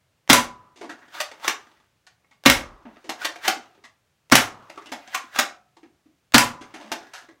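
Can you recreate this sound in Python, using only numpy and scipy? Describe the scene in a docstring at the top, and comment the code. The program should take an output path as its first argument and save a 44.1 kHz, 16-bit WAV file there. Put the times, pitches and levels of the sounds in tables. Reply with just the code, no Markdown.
"""A faint room hiss, then a small tick and a bang: a spring-powered toy blaster fires in a small bedroom.
It fires four times. In each shot a plunger rushes forward, chattering, with a hollow pop of air, and slams home;
loud peaks overload the microphone, the barrel sings on and the slack spring shivers.
In between, two strokes of a slide prime it: they rub, catch and hit a stop, while hands knock on the shell,
loose parts tick and the spring rings faintly. Contacts are shaped noise; ringing parts are fading tones."""
import sys
import numpy as np
from scipy import signal
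from scipy.fft import rfft, irfft
from scipy.io import wavfile
from scipy.ndimage import uniform_filter1d

SR = 44100
rng = np.random.default_rng(int(sys.argv[2]) if len(sys.argv) > 2 else 0)


def materialize(psi):
    """Save the field psi as 16-bit PCM at rate SR to the path in sys.argv[1].

    A 1-D psi becomes a single channel; in a 2-D psi each row is a channel.
    """
    bounded = np.clip(np.atleast_2d(psi).T, -1, 1)
    quanta = np.round(bounded * 32767).astype(np.int16)
    wavfile.write(sys.argv[1], SR, quanta)


N = 326340
T = np.arange(SR) / SR  # one second of time, used to shape single sounds

# Steady sound of the quiet room: (frequency [Hz], relative level [dB])
ROOM_AIR = [(15, -65), (25, -28), (61, -6.5), (111, -2), (170, -5.5), (206, -10.5), (317, -13.5),
            (624, -13), (754, -16), (2410, -18), (5000, -23.5), (6380, -24), (11900, -31.5), (16000, -32)]
# How slowly the room's echoes die: (frequency [Hz], time to fall by 60 dB [s])
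ROOM_DECAY = [(60, 0.6), (150, 0.098), (400, 0.36), (1000, 0.31), (2800, 0.24), (6500, 0.24), (10000, 0.19),
              (15000, 0.14)]
# Shots: (release [s], slam [s], rush [dB], slam [dB], barrel ring before flutter [dB],
#         spring shiver at its start [dB], low air puff before a 1 dB cut [dB])
SHOTS = [(0.298, 0.3305, -4, -3, -7, -38, -44), (2.459, 2.499, -2, -4.5, -36.5, -36.5, -29),
         (4.3204, 4.354, -4, -1.5, -34, -34.5, -52.5), (6.3433, 6.381, -2.5, -4, -11, -37, -55.5)]
# Tone colour of the rushing plunger, before the shell resonates: (frequency [Hz], level [dB])
RUSH_COLOUR = [(60, -19.5), (130, -4), (250, -8.5), (420, -5), (640, -0.5), (1300, 3), (2200, 0),
               (3500, -2.5), (6000, -7), (10000, -18.5), (16000, -19.5)]
# Tone colour of the slam, before the shell resonates: (frequency [Hz], level [dB])
SLAM_COLOUR = [(60, -18), (200, -15.5), (450, -8), (1000, -1), (1800, 2.5), (3000, 0.5), (4500, -3.5),
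               (6000, -3), (8500, -7), (12000, -9.5), (16000, -16)]
# Resonances of the shell: (frequency [Hz], width [Hz], lift [dB])
SHELL_RESONANCES = [(566, 60, 6), (730, 90, 2), (860, 50, 3), (1430, 50, 1), (1640, 70, 2), (1950, 70, 2),
                    (2170, 45, 4), (2780, 60, 3), (3600, 80, 2), (6200, 200, 2)]
# Ringing tones of the emptied barrel: (frequency [Hz], level [dB], time to fall by 60 dB [s])
BARREL_MODES = [(241, -8, 0.3), (977, -13, 0.27), (994, 0, 0.22), (1009, -5, 0.18), (998, -18, 0.62),
                (1016, -22, 0.55), (1119, -20, 0.42), (1184, -19, 0.32), (1355, -20, 0.3),
                (1857, -16, 0.22), (2171, -16, 0.18)]
# Tone colour of the released spring's shiver, before the shell resonates: (frequency [Hz], level [dB])
SHIVER_COLOUR = [(50, -21.5), (110, -8.5), (230, -7), (330, -4.5), (550, -8), (800, -6), (1200, 2),
                 (1500, -10), (2200, -19), (5000, -28.5), (16000, -52)]
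# Hands taking hold of the shell and slide:
# (time [s], clack [dB], thud [dB], snap [dB], ringing pitch [Hz], length [s])
HAND_KNOCKS = [(0.759, -57.5, -54.5, -53, 950, 0.053), (0.811, -39, -37, -48, 830, 0.039),
               (0.892, -36, -41, -43.5, 1620, 0.022), (1.02, -51.5, -56.5, -69, 1740, 0.025),
               (1.314, -41, -63, -44.5, 660, 0.0062), (2.066, -52.5, -79, -52, 1700, 0.014),
               (2.243, -62, -71, -85, 2040, 0.0061), (2.309, -58, -70.5, -62, 2140, 0.022),
               (2.852, -44, -41, -75, 740, 0.039), (2.968, -47.5, -49, -65, 540, 0.0034),
               (3.042, -52, -47, -54, 842, 0.037), (3.092, -29.5, -34.5, -28.5, 875, 0.0093),
               (3.357, -40, -72, -45, 646, 0.0079), (3.567, -52, -41.5, -46, 860, 0.017),
               (3.776, -64, -55.5, -80.5, 670, 0.015), (3.838, -48.5, -58.5, -51, 1896, 0.021),
               (4.697, -39.5, -49, -43.5, 710, 0.0075), (4.775, -36, -39.5, -50, 1130, 0.0095),
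               (4.858, -48, -52, -48.5, 2670, 0.016), (4.918, -31, -36, -34.5, 700, 0.016),
               (5.073, -49, -70, -47, 1760, 0.02), (5.767, -51, -56, -58, 868, 0.015),
               (5.83, -53.5, -45.5, -66, 684, 0.023), (6.058, -72, -53.5, -79, 499, 0.018),
               (6.609, -43.5, -41, -49, 590, 0.025), (6.739, -39.5, -44, -46, 620, 0.026),
               (6.799, -42, -43.5, -50, 800, 0.096), (6.916, -26, -33, -27.5, 760, 0.011),
               (7.012, -45, -45, -66, 840, 0.0085), (7.134, -41.5, -79, -41, 1580, 0.049),
               (7.286, -51, -49, -59, 1860, 0.019)]
# Tone colour of knocked plastic, before the shell resonates: (frequency [Hz], level [dB])
PLASTIC_COLOUR = [(59, -59.5), (100, -20.5), (149, -16.5), (243, -0.5), (519, -5.5), (712, 0.5), (1060, 3),
                  (1160, 6), (1460, -1), (2090, -5), (3050, -13), (6260, -17.5), (10400, -29), (12800, -26),
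                  (15500, -31)]
# Ringing tones of the steel spring: (frequency [Hz], level [dB], time to fall by 60 dB [s])
SPRING_MODES = [(318, -13, 0.54), (720, -3.5, 0.57), (790, -4, 0.15), (816, 0, 0.16), (1017, -1.5, 0.32),
                (1220, -5, 0.57), (1310, -8.5, 0.5), (2490, -17.5, 0.72), (2600, -15.5, 0.5),
                (2640, -15, 0.7)]
# Spells of handling: (start [s], end [s], firmness at the top of the arch [dB])
HANDLING_SPELLS = [(0.767, 1.917, -59.5), (2.756, 3.889, -60), (4.492, 5.62, -57), (6.537, 7.393, -59)]
# A tick of a loose part, one row:
# (clack over firmness [dB], thud over firmness [dB], snap over firmness [dB], length [s])
LOOSE_TICK = (8, 4, 2, 0.0078)
# Strokes of the slide, back then forward in each priming:
# (catch engages [s], slide hits stop [s], rubbing pressure [dB], catch clack [dB],
#  stop clack [dB], stop thud [dB], stop snap [dB], stop's ringing pitch [Hz])
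SLIDE_STROKES = [(1.146, 1.201, -41, -40, -28, -48, -23.5, 660),
                 (1.444, 1.477, -34.5, -29.5, -22, -31.5, -16, 1770),
                 (3.218, 3.246, -37.5, -38, -26.5, -37, -22.5, 1836),
                 (3.45, 3.477, -29.5, -31, -19, -29.5, -14.5, 845),
                 (5.145, 5.144, -35.5, -37.5, -25, -50, -23.5, 1140),
                 (5.358, 5.387, -34, -28, -20, -29, -14.5, 755)]
# Tone colour of the rubbing slide, before the shell resonates: (frequency [Hz], level [dB])
SCRAPE_COLOUR = [(100, -16), (300, -12.5), (700, -1.5), (1400, 3.5), (2200, -0.5), (3500, -1.5),
                 (7000, -11), (11000, -19), (16000, -17.5)]
# What all catches share, one row: (snap over clack [dB], length [s])
CATCH_SHAPE = (-4.5, 0.0054)


def amp(db):
    """Turns decibels into a multiplier."""
    return 10 ** (np.asarray(db) / 20)


def read(points, hz):
    """Reads a table's value at hz, joining its points by lines on a log frequency axis."""
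    f, value = np.transpose(points)
    return np.interp(np.log(hz + 1), np.log(f + 1), value)


def add(mix, s, sound):
    """Lays a sound into the mix at time s."""
    part = mix[max(round(s * SR), 0):][:len(sound)]
    part += sound[:len(part)]


def evened(x):
    """Scales to an average strength (rms) of 1."""
    return x / np.sqrt(np.mean(x ** 2) + 1e-20)


def peaked(x):
    """Scales so that the loudest 5 ms have an rms of 1."""
    return x / np.sqrt(uniform_filter1d(x ** 2, size=220).max() + 1e-20)


def band(x, lo_hz, hi_hz):
    """Keeps the frequencies between two limits."""
    limits = [lo_hz, min(hi_hz, SR / 2 - 1)]
    return signal.sosfilt(signal.butter(3, limits, "band", fs=SR, output="sos"), x)


def shell_response(colour):
    """Sound of one tiny tap of this tone colour on the resonating shell."""
    hz = abs(np.fft.fftfreq(4096, 1 / SR))
    db = read(colour, hz)
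    for f, width, lift in SHELL_RESONANCES:
        db = db + lift / (1 + (2 * (hz - f) / width) ** 2)
    # minimum phase: the response starts at once, with nothing ahead of the tap
    spectrum = np.exp(np.conj(signal.hilbert(np.log(amp(db)))))
    return np.fft.ifft(spectrum).real[:len(hz) // 2]


def contact(envelope, response):
    """A swarm of tiny impacts, as strong as the envelope, sounding through the shell."""
    impacts = rng.standard_normal(len(envelope)) * envelope
    return signal.fftconvolve(impacts[:SR // 8], response)


def ring(modes, rise_s):
    """Fading pure tones that swell in together."""
    tones = sum(amp(db - 60 * T / t60) * np.sin(2 * np.pi * hz * T) for hz, db, t60 in modes)
    return (1 - np.exp(-(T / rise_s) ** 2)) * tones


def air(level_db=-70):
    """Steady noise, coloured as the faint hiss and rumble of the room."""
    hz = np.fft.rfftfreq(N, 1 / SR)
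    spectrum = rfft(rng.standard_normal(N)) * amp(read(ROOM_AIR, hz))
    return amp(level_db) * evened(irfft(spectrum, N))


def shots(trigger_db=-39, creep_db=-41, sear_db=-20, pop_db=-5.0, chatter_hz=265, chatter=0.56,
          rattle=0.17, rattle_decay_s=0.032):
    """The trigger ticks, the sear creeps and lets go, the plunger chatters forward and slams home."""
    out = np.zeros(N)
    rush, slam = shell_response(RUSH_COLOUR), shell_response(SLAM_COLOUR)
    judder = 1 + chatter * np.sin(2 * np.pi * chatter_hz * T)
    rush_shape = judder * (1 - np.exp(-T / 0.001)) * np.exp(-T / 0.0095)
    slam_shape = np.exp(-T / 0.0024) + rattle * np.exp(-T / rattle_decay_s)
    creep_shape = np.exp(-abs(T - 0.03) / 0.0026)
    for release, stop, rush_db, slam_db, *_ in SHOTS:
        add(out, release - 0.0212, amp(trigger_db) * peaked(contact(np.exp(-T / 0.0015), rush)))
        add(out, release - 0.034, amp(creep_db) * peaked(contact(creep_shape, rush)))
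        add(out, release - 0.0045, amp(sear_db) * peaked(contact(np.exp(-T / 0.004), rush)))
        add(out, release, amp(rush_db) * peaked(contact(rush_shape, rush)))
        add(out, release, amp(pop_db) * air_pop())
        add(out, stop, amp(slam_db) * peaked(contact(slam_shape, slam)))
    return out


def air_pop(hz=310, sag_hz_per_s=4800, crest_s=0.0082, swell_s=0.0044, fade_s=0.0072,
            grip_hz=128, grip_db=-15, grip_t60_s=0.18):
    """The plunger drives the air column in a short falling tone; the recoil thumps the grip, lower still."""
    swell = np.exp(-((T - crest_s) / swell_s) ** 2)
    fade = np.exp(-abs(T - crest_s) / fade_s)
    envelope = np.where(T < crest_s, swell, fade)
    pitch = np.maximum(hz - sag_hz_per_s * T, hz / 2)
    pop = envelope * np.sin(2 * np.pi * np.cumsum(pitch) / SR)
    return pop + ring([(grip_hz, grip_db, grip_t60_s)], rise_s=0.0013)


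def room(x, wet_db, build_s, turns_per_s, count=6):
    """Dense echoes build up and die, each band at its own speed; random tails take turns so no tone stands out."""
    wet = np.zeros(N)
    for k in range(count):
        echoes = rng.choice([-1., 1.], SR) * (rng.random(SR) < 5000 / SR)  # about 5000 a second
        hz, t, z = signal.stft(echoes, SR, nperseg=256)
        decay = amp(-60 * t / read(ROOM_DECAY, hz)[:, None])
        tail = signal.istft(z * decay, SR)[1][:SR]
        tail *= 1 - np.exp(-(T / build_s) ** 2)
        # each tail takes its turn
        away = (turns_per_s * np.arange(N) / SR - k) % count - 1
        share = np.cos(np.pi / 2 * np.minimum(away, 1))
        wet += signal.oaconvolve(x * share, tail[:SR // 2] / np.linalg.norm(tail))[:N]
    return x + amp(wet_db) * wet


def puffs(rise_s=0.022, decay_s=0.083, linger_db=-24, linger_s=0.075):
    """Each shot shoves air at the microphone: low noise that swells and rumbles away."""
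    out = np.zeros(N)
    fall = np.exp(-T / decay_s) + amp(linger_db) * np.exp(-T / linger_s)
    shape = (1 - np.exp(-T / rise_s)) * fall
    for release, *_, puff_db in SHOTS:
        rumble = band(rng.standard_normal(SR) * shape, 31, 70)
        add(out, release, amp(puff_db - 1.0) * peaked(rumble))
    return out


def after_ring(shiver_t60_s=0.92, flutter_db=3.0):
    """After the slam the barrel sings unevenly; fading noise stands for the slack spring's many close tones."""
    out = np.zeros(N)
    response, barrel = shell_response(SHIVER_COLOUR), ring(BARREL_MODES, rise_s=0.017)
    for _, stop, _, _, ring_db, shiver_db, _ in SHOTS:
        coils = evened(signal.fftconvolve(rng.standard_normal(SR), response)[:SR])
        flutter = evened(band(rng.standard_normal(SR), 6, 30))
        singing = amp(ring_db + flutter_db * flutter) * barrel
        shiver = amp(shiver_db - 60 * T / shiver_t60_s) * coils
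        add(out, stop, singing + shiver)
    return out


def knocks(rows, rise_s, tone_db, tone_width_hz, thud_length, top_hz, dulling, grit_db,
           body_hz=315, sag=0.15, dull_db=-3):
    """Each knock is a snap, a clack with one ringing panel, and a hollow thud that sags as the hand closes."""
    out, plastic, t = np.zeros(N), shell_response(PLASTIC_COLOUR), T[:SR // 8]
    onset = 1 - np.exp(-t / rise_s)
    for s, clack, thud, snap, hz, length in rows:
        # the faces chatter as they meet
        grit = amp(grit_db * evened(uniform_filter1d(rng.standard_normal(len(t)), size=90)))
        impact_shape = grit * onset * np.exp(-(t / length) ** 1.3)
        hard = contact(impact_shape, plastic)[:len(t)]
        panel = peaked(band(hard, max(hz - tone_width_hz / 2, 100), hz + tone_width_hz / 2))
        clatter = peaked(band(hard, 470, 3000))
        dull = peaked(band(hard, 200, 520))
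        edge_hz = max(top_hz * amp(dulling * snap), 6000)  # gentler contacts are duller
        pitch = body_hz * rng.uniform(0.85, 1.3) * (1 - sag * np.minimum(t / 0.025, 2))
        hollow_shape = onset * np.exp(-t / (thud_length * length))
        hollow = hollow_shape * np.sin(2 * np.pi * np.cumsum(pitch) / SR)
        add(out, s, amp(clack) * peaked(clatter + amp(tone_db) * panel))
        add(out, s, -amp(snap) * peaked(band(hard, 2600, edge_hz)))
        add(out, s, amp(thud) * peaked(peaked(hollow) + amp(dull_db) * dull))
    return out


def spring(priming, level_db):
    """The knocks and rubbing of priming set the steel spring ringing faintly."""
    return amp(level_db) * signal.oaconvolve(priming, ring(SPRING_MODES, rise_s=0.001))[:N]


def handling_level():
    """How firmly the hands work the toy: one swelling and fading arch for each spell."""
    level = np.zeros(N)
    for start, end, db in HANDLING_SPELLS:
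        arch = np.sin(np.linspace(0, np.pi, round((end - start) * SR)))
        add(level, start, amp(db) * arch)
    return level


def loose_ticks(count=120, gap_s=0.085, low_hz=556, high_hz=1900):
    """Loose parts tick at uneven intervals, as strongly as the toy is being handled."""
    rows, level = [], handling_level()
    clack, thud, snap, length = LOOSE_TICK
    for k, (late, panel) in enumerate(rng.random((count, 2))):
        s = (k + late) * gap_s
        if s < (N - 1) / SR and level[int(s * SR)] > 1e-6:
            db = 20 * np.log10(level[int(s * SR)])
            hz = low_hz * (high_hz / low_hz) ** panel
            rows.append((s, db + clack, db + thud, db + snap, hz, length))
    return rows


def rub_level(swell_db_per_s=682, fade_db_per_s=890):
    """Each stroke rubs harder until the catch engages, holds until the stop, then dies away."""
    t, level = np.arange(N) / SR, np.zeros(N)
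    for catch, stop, db, *_ in SLIDE_STROKES:
        before_db = swell_db_per_s * np.maximum(catch - t, 0)
        after_db = fade_db_per_s * np.maximum(t - stop, 0)
        level += amp(db - before_db - after_db)
    return level


def slides(level_db=-2, slips_per_s=600, spread_db=4, hiss=0.56, squeak_db=-3, squeak_hz=1500,
           wander=0.31, squeak_width_hz=200, grip_db=-1):
    """The slide rubs on its rails in many small slips, through a resonance whose pitch wanders at random."""
    pressure = rub_level() + amp(grip_db) * handling_level()
    slip_sizes = amp(np.minimum(spread_db * rng.exponential(1, N), 10))
    slips = (rng.random(N) < slips_per_s / SR) * slip_sizes
    rubbing = (slips + hiss) * rng.standard_normal(N)
    grain = evened(signal.oaconvolve(rubbing, shell_response(SCRAPE_COLOUR))[:N])
    drift = evened(uniform_filter1d(uniform_filter1d(rng.standard_normal(N), size=2000), size=1000))
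    # shift the wandering pitch down to 0 Hz, smooth there to resonate, and shift back up
    turn = np.exp(2j * np.pi * np.cumsum(squeak_hz * np.exp(wander * drift)) / SR)
    smoothed = signal.lfilter([1], [1, -np.exp(-np.pi * squeak_width_hz / SR)], grain / turn)
    squeak = evened((turn * smoothed).real)
    return amp(level_db) * uniform_filter1d(pressure, size=300) * (grain + amp(squeak_db) * squeak)


def latches(catch_hz=1516, catch_thud_db=-16, stop_length_s=0.0087,
            rebound_s=0.014, rebound_db=-9.5, rebound_snap_db=-15):
    """Each stroke knocks at the catch and at the stop, then the slide bounces once off its stop."""
    rows = []
    catch_snap_db, catch_length_s = CATCH_SHAPE
    for catch, stop, _, catch_db, clack, thud, snap, hz in SLIDE_STROKES:
        rows.append((catch, catch_db, catch_db + catch_thud_db, catch_db + catch_snap_db,
                     catch_hz, catch_length_s))
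        rows.append((stop, clack, thud, snap, hz, stop_length_s))
        rows.append((stop + rebound_s, clack + rebound_db, thud + rebound_db, snap + rebound_snap_db,
                     catch_hz, stop_length_s))
    return rows


def scene():
    """Shots aimed into the room and priming close to the chest, each with its own echoes."""
    firing = shots()
    hands = knocks(HAND_KNOCKS + loose_ticks(), rise_s=0.0012, tone_db=-0.5, tone_width_hz=700,
                   thud_length=0.85, top_hz=21000, dulling=0.12, grit_db=3)
    action = knocks(latches(), rise_s=0.003, tone_db=-1.5, tone_width_hz=290,
                    thud_length=0.8, top_hz=30040, dulling=0.25, grit_db=3.5)
    priming = action + hands + slides()
    priming = priming + spring(priming, level_db=-63)
    heard = room(firing, wet_db=-6, build_s=0.0065, turns_per_s=60)
    heard = heard + room(priming, wet_db=-4.5, build_s=0.0024, turns_per_s=90)
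    return (heard + after_ring() + puffs() + air())[None]


def record(dry, ceiling=0.89, edge_hz=15950):
    """Loud peaks overload the input and are cut flat; then the highest treble is removed."""
    clipped = np.clip(dry, -ceiling, ceiling)
    lowpass = signal.firwin(401, edge_hz, window=("kaiser", 8), fs=SR)
    return signal.oaconvolve(clipped, lowpass[None], "same")


dry = scene()
out = record(dry)
materialize(out)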